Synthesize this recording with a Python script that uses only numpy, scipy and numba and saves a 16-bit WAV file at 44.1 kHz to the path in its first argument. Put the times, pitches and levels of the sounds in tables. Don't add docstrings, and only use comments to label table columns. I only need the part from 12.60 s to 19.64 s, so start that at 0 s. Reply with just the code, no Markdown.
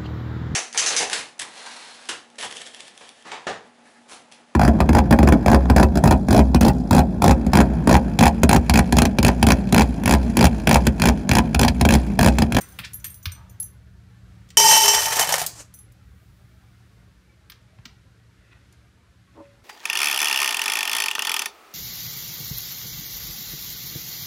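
import sys
import numpy as np
from scipy import signal
from scipy.fft import rfft, irfft
from scipy.io import wavfile
from scipy.ndimage import uniform_filter1d
from numba import njit

SR = 44100
rng = np.random.default_rng(int(sys.argv[2]) if len(sys.argv) > 2 else 0)


def waveform_to_disk(signal):
    frames = np.transpose(np.atleast_2d(signal))
    scaled = np.clip(frames, -1, 1) * 32767
    samples = np.round(scaled).astype(np.int16)
    wavfile.write(sys.argv[1], SR, samples)


N = 310447

# (f/Hz, density level/dB)
RUMBLE = [(30, -18), (54, 4), (85, 2), (117, -4.5), (160, -6.5), (214, -24), (300, -22), (430, -53.5)]
# (f/Hz, level/dB against the rumble)
HUM = [(58.6, -9), (114, -1.5), (185, -8)]
# (f/Hz, density level/dB)
HISS = [(130, -30), (220, -0.5), (247, -2.5), (499, -11.5), (882, -16.5), (1390, -9), (2850, -16),
        (3910, -17), (12000, -29), (15600, -59.5), (22000, -120)]
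# (t/s, level/dB)
RUMBLE_LEVEL = [(0, -48.5), (1.7, -48), (2.2, -52.5), (4.4, -51.5), (4.75, -59), (5.2, -54), (5.6, -57),
                (7.04, -57.5)]
# (t/s, level/dB)
AIR_LEVEL = [(0, -51), (.9, -78.5), (3.2, -83), (3.6, -67), (4.6, -77), (5.3, -91), (7.04, -82)]
HISS_DB, STIR_DB, STIR_FADE_S, HISS_WAVER_DB = -63.5, 10.5, 0.26, .8

# (t/s at peak, level/dB, swell/s, fade/s, centre f/Hz at peak)
SCUFF = [(0.005, -48, 0.013, 0.056, 1740), (0.243, -38, 0.01, 0.046, 2520),
         (0.79, -54.5, 0.065, 0.15, 1070), (5.929, -60, 0.17, 0.17, 1980), (6.86, -62, 0.23, 0.1, 2100)]
EDGE_DB = 15
SAG_OCT_PER_S = 2

# (t/s, level/dB, centre f/Hz, relative treble level/dB)
CLAWS = [(0.0074, -37, 1500, 10), (0.1876, -18, 1820, -2), (0.246, -25, 2480, -31),
         (0.4424, -25.5, 2720, 10), (0.6551, -13, 2480, -0.5), (1.888, -49, 3920, 2),
         (1.903, -36, 3480, -2), (2.863, -32.5, 6840, 22.5), (3.32, -70, 1507, 22),
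         (4.8981, -31.5, 2620, 2.5), (4.9184, -37, 2090, -28), (5.186, -38, 896, -30),
         (5.2536, -28, 2410, -8), (6.124, -52, 5170, -3)]
TROT_ENDS_S, SKID_S, TICK_S = .6, 0.01, .0046

# (t/s, level/dB, then relative level/dB of low modes, upper modes, top modes)
JINGLE = [(0.0117, -36.5, -16.5, -6, -16), (0.086, -54.5, -9, -12, 8), (0.1216, -50.5, -13, -19, -13),
          (0.3337, -34.5, -23, -12, -15), (0.3422, -44, -25, 8.5, -17), (0.3986, -60.5, 1.5, -3, 9),
          (0.4436, -37.5, -10, 1, 1), (0.465, -50, -10, 15, -10), (0.5018, -45, -12, -5, 2),
          (0.5425, -42, -20.5, -7, -1), (0.628, -63, 2, -3, 20), (0.7192, -55.5, 6, 12, 12),
          (0.896, -61.5, -1.5, -3, -1), (1.0001, -27, -40, -16, -7), (1.026, -47, -7.5, 6, -8),
          (3.1399, -41.5, -19, -13, -12), (3.188, -46, -26, -12, -14)]
# (f/Hz, level/dB, t60/s)
TAGS = [(6015, -0.5, 0.12), (6180, -4.5, 0.18), (6920, 1, 0.1), (8645, 4, 0.16), (9580, 2, 0.043),
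        (11020, -13.5, 0.15), (12800, -6.5, 0.12), (14700, -14, 0.17)]
TAG_SPLIT = .0045
TAG_SPREAD_DB = 3

# (t/s, level/dB, f/Hz, t60/s)
THUDS = [(.195, -30, 170, 0.073), (.21, -30, 153, 0.042), (.665, -17.5, 88, 0.14), (5.19, -30, 105, 0.052),
         (5.258, -38.5, 242, 0.066)]
THUD_SOFT_S = 0.0027

# (t/s, flow level/dB)
POUR = [(1.97, -33), (2.1, -25), (2.23, -31), (2.29, -28), (2.36, -28.5), (2.46, -34.5), (2.56, -33),
        (2.61, -26.5), (2.662, -37), (2.73, -32.5), (2.8, -35.5), (2.85, -43), (2.89, -85)]
# (t/s, level/dB, share on bare steel 0-1)
DROPS = [(1.9708, 4.5, 0.85), (2.0005, 1.5, 0.05), (2.0406, -3.5, 0.55), (2.086, -0.5, 0.6),
         (2.1074, -10.5, 0.02), (2.1131, 2.5, 0.47), (2.1641, -0.5, 0.6), (2.2586, -3, 0), (2.28, 0, 1),
         (2.457, -4.5, 0.55), (2.5094, -14.5, 0), (2.536, -14.5, 0.59), (2.5687, -5, 0.57),
         (2.5942, 4.5, 0.26), (2.6155, -7, 1), (2.6728, -9, 0.56), (2.6909, -3.5, 0.02), (2.724, 0, 0.52),
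         (2.7401, 2.5, 0.1), (2.7533, -27, 0), (2.7813, -7, 0.43), (2.816, -6, 0.37)]
PIECES_PER_S = 1300
# (f/Hz, level/dB, t60/s)
BOWL = [(411.5, -6, 0.99), (664.5, -11.5, .4), (878, -5, 0.77), (896.4, -4.5, 0.78), (948, -10, 0.43),
        (1874, -6.5, 0.21), (2276, -18.5, 1), (2690, -13.5, 0.36), (3042, 2, 0.17), (4140, -9, 0.2),
        (4796, -5.5, 0.2), (4940, -9.5, 0.4), (5424, -3.5, 0.31), (5640, -7.5, 0.46), (5590, -3, 0.5),
        (5680, -4.5, 0.34), (5600, -6, 0.3), (6126, -4.5, 0.5), (6170, -5.5, 0.46), (6180, -6.5, 0.55),
        (6544, -11, 0.87), (6890, -10, .25), (7225, -4.5, 0.073), (7470, -1.5, 0.13), (8478, -6, 0.17),
        (9528, -11, 0.26), (11300, -12.5, 0.15), (11100, -11, .15), (13000, -9.5, 0.18), (12930, -13, 0.17),
        (14200, -10.5, .15), (3140, -9.5, 0.22), (8360, -10.5, 0.13)]
BOWL_SPLIT = 0.0073
# (f/Hz, level/dB, t60/s)
WALL = [(2197, -23.5, .35), (4500, -20.5, 0.19), (8000, -12, 0.13), (11980, -10.5, .12), (15560, -17.5, .1)]
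# (f/Hz, share)
DAMPED = [(400, 0.4), (900, .6), (3000, 0.63), (6000, .9), (15000, 1.1)]
BARE_DB, COVERED_DB = 9, -17
FULL_DAMPING_DB_PER_S, DAMPING_POWER, COVER_POWER = 849, 1.9, 2.4
LOW_MODES_HZ, FIRST_BLOW_LOW_DB, LATER_LOW_DB = 700, 10.5, -11
# (f/Hz, density level/dB)
HEAP = [(150, -56), (250, -31), (468, -8.5), (816, -5), (1610, -11), (1820, -3), (2020, -10.5),
        (3580, -13.5), (6250, -12), (13900, -14), (16000, -22)]
THIN_HEAP_DB, HEAP_FORMS = -7.5, 0.4
HOLLOW_HZ, HOLLOW_DB = 735, 1
# (f/Hz, level/dB, t60/s)
CLUNK = [(770, -13, 0.017)]
# (f/Hz, level/dB, t60/s)
STAND = [(159, -38, 0.37)]
CUP_T60_S, CUP_DB = .3, -37
LAST_TAP_S, LAST_TAP_DB = 2.8633, -43.5

# (t/s at peak, level/dB, swell/s, fade/s)
SLIDE = [(2.87, -39, 0.013, 0.1), (3.006, -39.5, 0.052, 0.029)]
# (f/Hz, density level/dB)
SLIDE_COLOUR = [(180, -42), (300, -4.5), (603, -7.5), (1080, -5.5), (3640, -14.5), (7080, -1.5),
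                (16000, -28)]

# (t/s, level/dB)
KNOCK = [(6.754, -44), (6.766, -36), (6.778, -34.5), (6.791, -35), (6.803, -32)]
# (f/Hz, level/dB, t60/s)
WOOD = [(310.7, 0.5, 0.075), (411, -9.5, 0.088), (564, -6.5, 0.42), (921, -13, 0.14), (1022, -8, 0.1)]

ROOM_T60_S, ROOM_DB, WALL_CUT_HZ = .32, -18.5, 3100
MIC_LOW_HZ, MIC_TOP_HZ = 52, 15580


def from_db(db):
    return 10 ** (np.asarray(db) / 20)


def rms_one(x):
    return x / np.sqrt(np.mean(x ** 2) + 1e-20)


def butter(x, order, hz, kind="low"):
    return signal.sosfilt(signal.butter(order, hz, kind, fs=SR, output="sos"), x + 1e-18)


def in_time(rows):
    s, *columns = np.transpose(rows)
    return [np.interp(np.arange(N) / SR, s, c) for c in columns]


def during(rows):
    t = np.arange(N) / SR
    return uniform_filter1d(1. * (t > rows[0][0]) * (t < rows[-1][0]), size=200)


def add(out, s, sound):
    start = round(s * SR)
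    out[start:start + len(sound)] += sound


def colour(x, points):
    hz, level_db = np.transpose(points)
    grid = np.maximum(np.fft.rfftfreq(8192, 1 / SR), 1)
    gain = from_db(np.interp(np.log(grid), np.log(hz), level_db))
    cepstrum = irfft(np.log(gain))
    cepstrum[1:4096] *= 2
    cepstrum[4097:] = 0
    impulse = irfft(np.exp(rfft(cepstrum)))
    return signal.oaconvolve(x, rms_one(impulse) / np.sqrt(8192))[:N]


def drift(rate):
    r = np.exp(-80 * np.pi * rate / SR)
    noise = rng.standard_normal(N // 40 + 2002)
    slow = signal.lfilter([1], [1, -2 * r, r * r], noise)[2000:]
    return np.interp(np.arange(N) / 40, np.arange(len(slow)), rms_one(slow))


@njit
def struck(at, strengths, hz, t60, loss, share):
    out = np.zeros(len(loss))
    for m in range(len(hz)):
        turn = np.exp(2j * np.pi * hz[m] / SR - np.log(1000) / (t60[m] * SR))
        state, k = 0j, 0
        for i in range(at[0], min(len(out), at[-1] + int(2 * t60[m] * SR))):
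            while k < len(at) and at[k] <= i:
                state += strengths[k, m]
                k += 1
            state = (state + 1e-18) * turn * (1 - loss[i] * share[m])
            out[i] += state.imag
    return out


def blows(s, strengths, modes):
    hz, mode_db, t60 = np.transpose(modes)
    order = np.argsort(s)
    at = np.round(s[order] * SR).astype(np.int64)
    return struck(at, strengths[order] * from_db(mode_db), hz, t60, np.zeros(N), np.zeros(len(hz)))


def paired(modes, split):
    return modes + [(hz * (1 + split), level_db - 5.0, 0.74 * t60) for hz, level_db, t60 in modes]


def burst(rise_s, decay_s, grain_db):
    t = np.arange(4000) / SR
    spray = rng.standard_normal(len(t)) * from_db(grain_db * rng.standard_normal(len(t)))
    spray *= (1 - np.exp(-t / rise_s)) * np.exp(-t / decay_s)
    return spray / np.abs(spray).max()


def rub(peak_s, swell_s, fade_s):
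    late = np.arange(N) / SR - peak_s
    corners_s = [-swell_s - .01, -swell_s, 0, 8 * fade_s]
    return np.interp(late, corners_s, [-120, -EDGE_DB, 0, -8 * EDGE_DB])


def house():
    t = np.arange(N) / SR
    hum = np.zeros(N)
    for hz, level_db in HUM:
        hum += from_db(level_db + 2.5 * drift(13.0)) * np.sin(2 * np.pi * hz * t + drift(0.96))
    rumble = rms_one(colour(rng.standard_normal(N), RUMBLE)) * from_db(1.8 * drift(3.3))
    hiss = rms_one(colour(rng.standard_normal(N), HISS)) * from_db(HISS_WAVER_DB * drift(1.2))
    hiss += from_db(-5.0) * faint_tones()
    hiss_db = HISS_DB + STIR_DB * np.exp(-t / STIR_FADE_S)
    air = rms_one(butter(rng.standard_normal(N), 2, 8000, "high"))
    low = from_db(in_time(RUMBLE_LEVEL)[0]) * (rumble + hum)
    return low + from_db(hiss_db) * hiss + from_db(in_time(AIR_LEVEL)[0] - 3.5) * air


def faint_tones():
    s = rng.uniform(0, N / SR, 900)
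    chosen = rng.integers(0, 24, (900, 1)) == np.arange(24)
    strengths = rng.uniform(0.46, 1, (900, 24)) * chosen
    ring = blows(s, strengths, [(hz, 0, .2) for hz in np.geomspace(280, 2300, 24)])
    return rms_one(butter(ring, 2, 2600))


def scuffs():
    noise = rng.standard_normal(N) * from_db(3.5 * drift(40))
    out = np.zeros(N)
    for peak_s, peak_db, swell_s, fade_s, centre_hz in SCUFF:
        under_db = rub(peak_s, swell_s, fade_s)
        busy = under_db > -2 * EDGE_DB
        late = np.maximum(np.flatnonzero(busy) / SR - peak_s, 0)
        now_hz = centre_hz * 2 ** (-SAG_OCT_PER_S * late)
        for hz in np.geomspace(700, 3200, 7):
            b, a = signal.iirpeak(hz, 4.0, fs=SR)
            band = rms_one(signal.lfilter(b, a, signal.lfilter(b, a, noise[busy])))
            off_centre_db = -21 * np.log2(hz / now_hz) ** 2
            out[busy] += from_db(peak_db + under_db[busy] + off_centre_db) * band
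    return out


def claws():
    out = np.zeros(N)
    for s, peak_db, centre_hz, treble_db in CLAWS:
        spray = burst(0.0013, SKID_S if s < TROT_ENDS_S else TICK_S, grain_db=4.0)
        body = butter(spray, 2, [0.59 * centre_hz, 2.3 * centre_hz], "band")
        edge = from_db(treble_db - 8.5) * butter(spray, 2, 5000, "high")
        add(out, s, from_db(peak_db + 10.0) * (body + edge))
    return butter(out, 1, 700, "high")


def tags():
    s, peak_db, low_db, upper_db, top_db = np.repeat(JINGLE, 3, axis=0).T[..., None]
    pairs = paired(TAGS, TAG_SPLIT)
    hz = np.array(pairs)[:, 0]
    group_db = np.select([hz < 10000, hz < 12000, hz < 14000], [low_db - 8, 0 * s, upper_db], top_db)
    chance_db = TAG_SPREAD_DB * rng.standard_normal((len(s), len(hz)))
    strengths = from_db(peak_db + group_db + 7.5 + chance_db)
    lag = np.tile([0, .0012, .003], len(JINGLE)) * rng.uniform(.6, 1.6, len(s))
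    tick = np.zeros(N)
    for row in JINGLE:
        add(tick, row[0], from_db(row[1] + 10) * burst(0.00034, 0.0055, grain_db=11.5))
    return blows(s[:, 0] + lag, strengths, pairs) + butter(tick, 3, 5500, "high")


def thuds():
    t, out = np.arange(SR // 4) / SR, np.zeros(N)
    for s, peak_db, hz, t60 in THUDS:
        push = 1 - np.exp(-t / THUD_SOFT_S)
        add(out, s, from_db(peak_db - 60 * t / t60) * push * np.sin(-2 * np.pi * hz * t))
    return out


def pour():
    flow_db, = in_time(POUR)
    start_s, end_s = POUR[0][0], POUR[-1][0]
    fill = np.clip((np.arange(N) / SR - start_s) / (end_s - start_s), 0, 1)
    steel_db = flow_db + BARE_DB + (COVERED_DB - BARE_DB) * fill ** COVER_POWER
    damping_db = FULL_DAMPING_DB_PER_S * fill ** DAMPING_POWER
    lands = (rng.random(N) < PIECES_PER_S / SR) & (during(POUR) > .5)
    sizes = lands * from_db(2.907 * np.minimum(rng.exponential(1, N), 3))
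    s, peak_db, share = np.transpose(DROPS)
    hard = np.round(s * SR).astype(np.int64)
    steel = sizes * from_db(steel_db - 14)
    steel[hard] = share * from_db(peak_db - 13.5)
    at = np.flatnonzero(steel)

    hz, mode_db, t60, damped = bowl_modes()
    low = hz < LOW_MODES_HZ
    where = rng.uniform(0.036, 1.08, (len(at), len(hz))) * rng.choice([-1, 1], (len(at), len(hz)))
    where[1:, low] *= from_db(LATER_LOW_DB)
    where[0] = np.where(low, from_db(FIRST_BLOW_LOW_DB), np.sign(where[0]))
    loss = 1 - from_db(-damping_db / SR)
    ring = struck(at, steel[at, None] * from_db(mode_db) * where, hz, t60, loss, damped)

    thin_db = THIN_HEAP_DB * np.exp(-fill / HEAP_FORMS)
    heap = rattle(sizes * from_db(flow_db - 2.5 + thin_db))
    for t, level_db, on_steel in DROPS:
        click = burst(0.00025, .003, grain_db=6.5)
        add(heap, t, from_db(level_db - 0.5) * (1 - .5 * on_steel) * click)
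    heap = butter(colour(heap, HEAP), 3, 380, "high")
    boom = signal.lfilter(*signal.iirpeak(HOLLOW_HZ, 5.0, fs=SR), heap)
    hollow = from_db(HOLLOW_DB) * boom * damping_db / damping_db.max()
    stand = butter(blows(s, from_db(0.13 * peak_db[:, None]) * where[:len(s), -1:], STAND), 2, 260)
    clunk = blows(s, (from_db(peak_db) * fill[hard])[:, None] * where[:len(s), -2:-1], CLUNK)
    return ring + clunk + heap + hollow + stand + cup(at, (sizes * from_db(flow_db))[at])


def bowl_modes():
    hz, level_db, t60 = np.transpose(WALL)
    crowd_hz = np.geomspace(hz[0], hz[-1], 70) * rng.uniform(.985, 1.015, 70)
    crowd_db = np.interp(crowd_hz, hz, level_db) + rng.normal(0, 3, 70)
    crowd = np.transpose([crowd_hz, crowd_db, np.interp(crowd_hz, hz, t60)])
    hz, level_db, t60 = np.vstack([paired(BOWL, BOWL_SPLIT), crowd]).T
    return hz, level_db, t60, np.interp(hz, *np.transpose(DAMPED))


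def rattle(landings):
    edges = np.geomspace(380, 19000, 7)
    landed = np.flatnonzero(landings)
    busy = slice(landed[0], landed[-1] + 2000)
    landings, out = landings[busy], np.zeros(N)
    dealt = rng.integers(0, 6, len(landings))
    for k, (low, high) in enumerate(zip(edges, edges[1:])):
        mine = landings * (np.abs(dealt - k) < 1.5)
        shake = signal.lfilter([1], [1, -np.exp(-1 / (.004 * SR))], mine + 1e-18)
        out[busy] += butter(shake * rng.standard_normal(len(shake)), 2, [low, high], "band")
    return out


def cup(at, sizes):
    hz = np.geomspace(4100, 14500, 50) * rng.uniform(.99, 1.01, 50)
    s = np.append(at / SR, LAST_TAP_S)
    sizes = np.append(sizes * from_db(CUP_DB), from_db(LAST_TAP_DB))
    strengths = sizes[:, None] * rng.uniform(-1, 1, (len(s), 50))
    return blows(s, strengths, [(f, 0, CUP_T60_S * 5000 / f) for f in hz])


def slide():
    grains = rng.standard_normal(N) * from_db(drift(49))
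    level = sum(from_db(peak_db + rub(s, swell_s, fade_s)) for s, peak_db, swell_s, fade_s in SLIDE)
    return level * rms_one(colour(grains, SLIDE_COLOUR))


def knock():
    s, peak_db = np.transpose(KNOCK)
    strengths = from_db(peak_db[:, None] - 5.0) * rng.uniform(0.48, 1, (len(s), len(WOOD)))
    out = blows(s, strengths, WOOD)
    for t, level_db in KNOCK:
        add(out, t - .008, from_db(level_db + 7.5) * burst(0.005, 0.015, grain_db=-2.5))
    return butter(out, 4, [230, 1150], "band")


def kitchen(x):
    t = np.arange(int(.8 * SR)) / SR
    noise = rng.standard_normal(len(t)) * (t > .004)
    dull = butter(noise, 1, WALL_CUT_HZ)
    bright = noise - dull
    tail = dull * from_db(-60 * t / ROOM_T60_S) + bright * from_db(-60 * t / (0.35 * ROOM_T60_S))
    return signal.fftconvolve(x, tail / np.sqrt(np.sum(tail ** 2)))[:N]


def scene():
    background, scuffing = house(), scuffs()
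    dog = claws() + tags()
    bowl, wood = pour() + slide(), knock()
    wet = kitchen(from_db(10.0) * dog + bowl + wood)
    return (dog + bowl + wood + thuds() + from_db(ROOM_DB) * wet + scuffing + background)[None]


def record(dry):
    x = signal.sosfilt(signal.butter(3, MIC_LOW_HZ, "high", fs=SR, output="sos"), dry)
    top_cut = signal.ellip(10, .5, 95, MIC_TOP_HZ, fs=SR, output="sos")
    return signal.sosfilt(top_cut, np.tanh(x))


dry = scene()
out = record(dry)
waveform_to_disk(out)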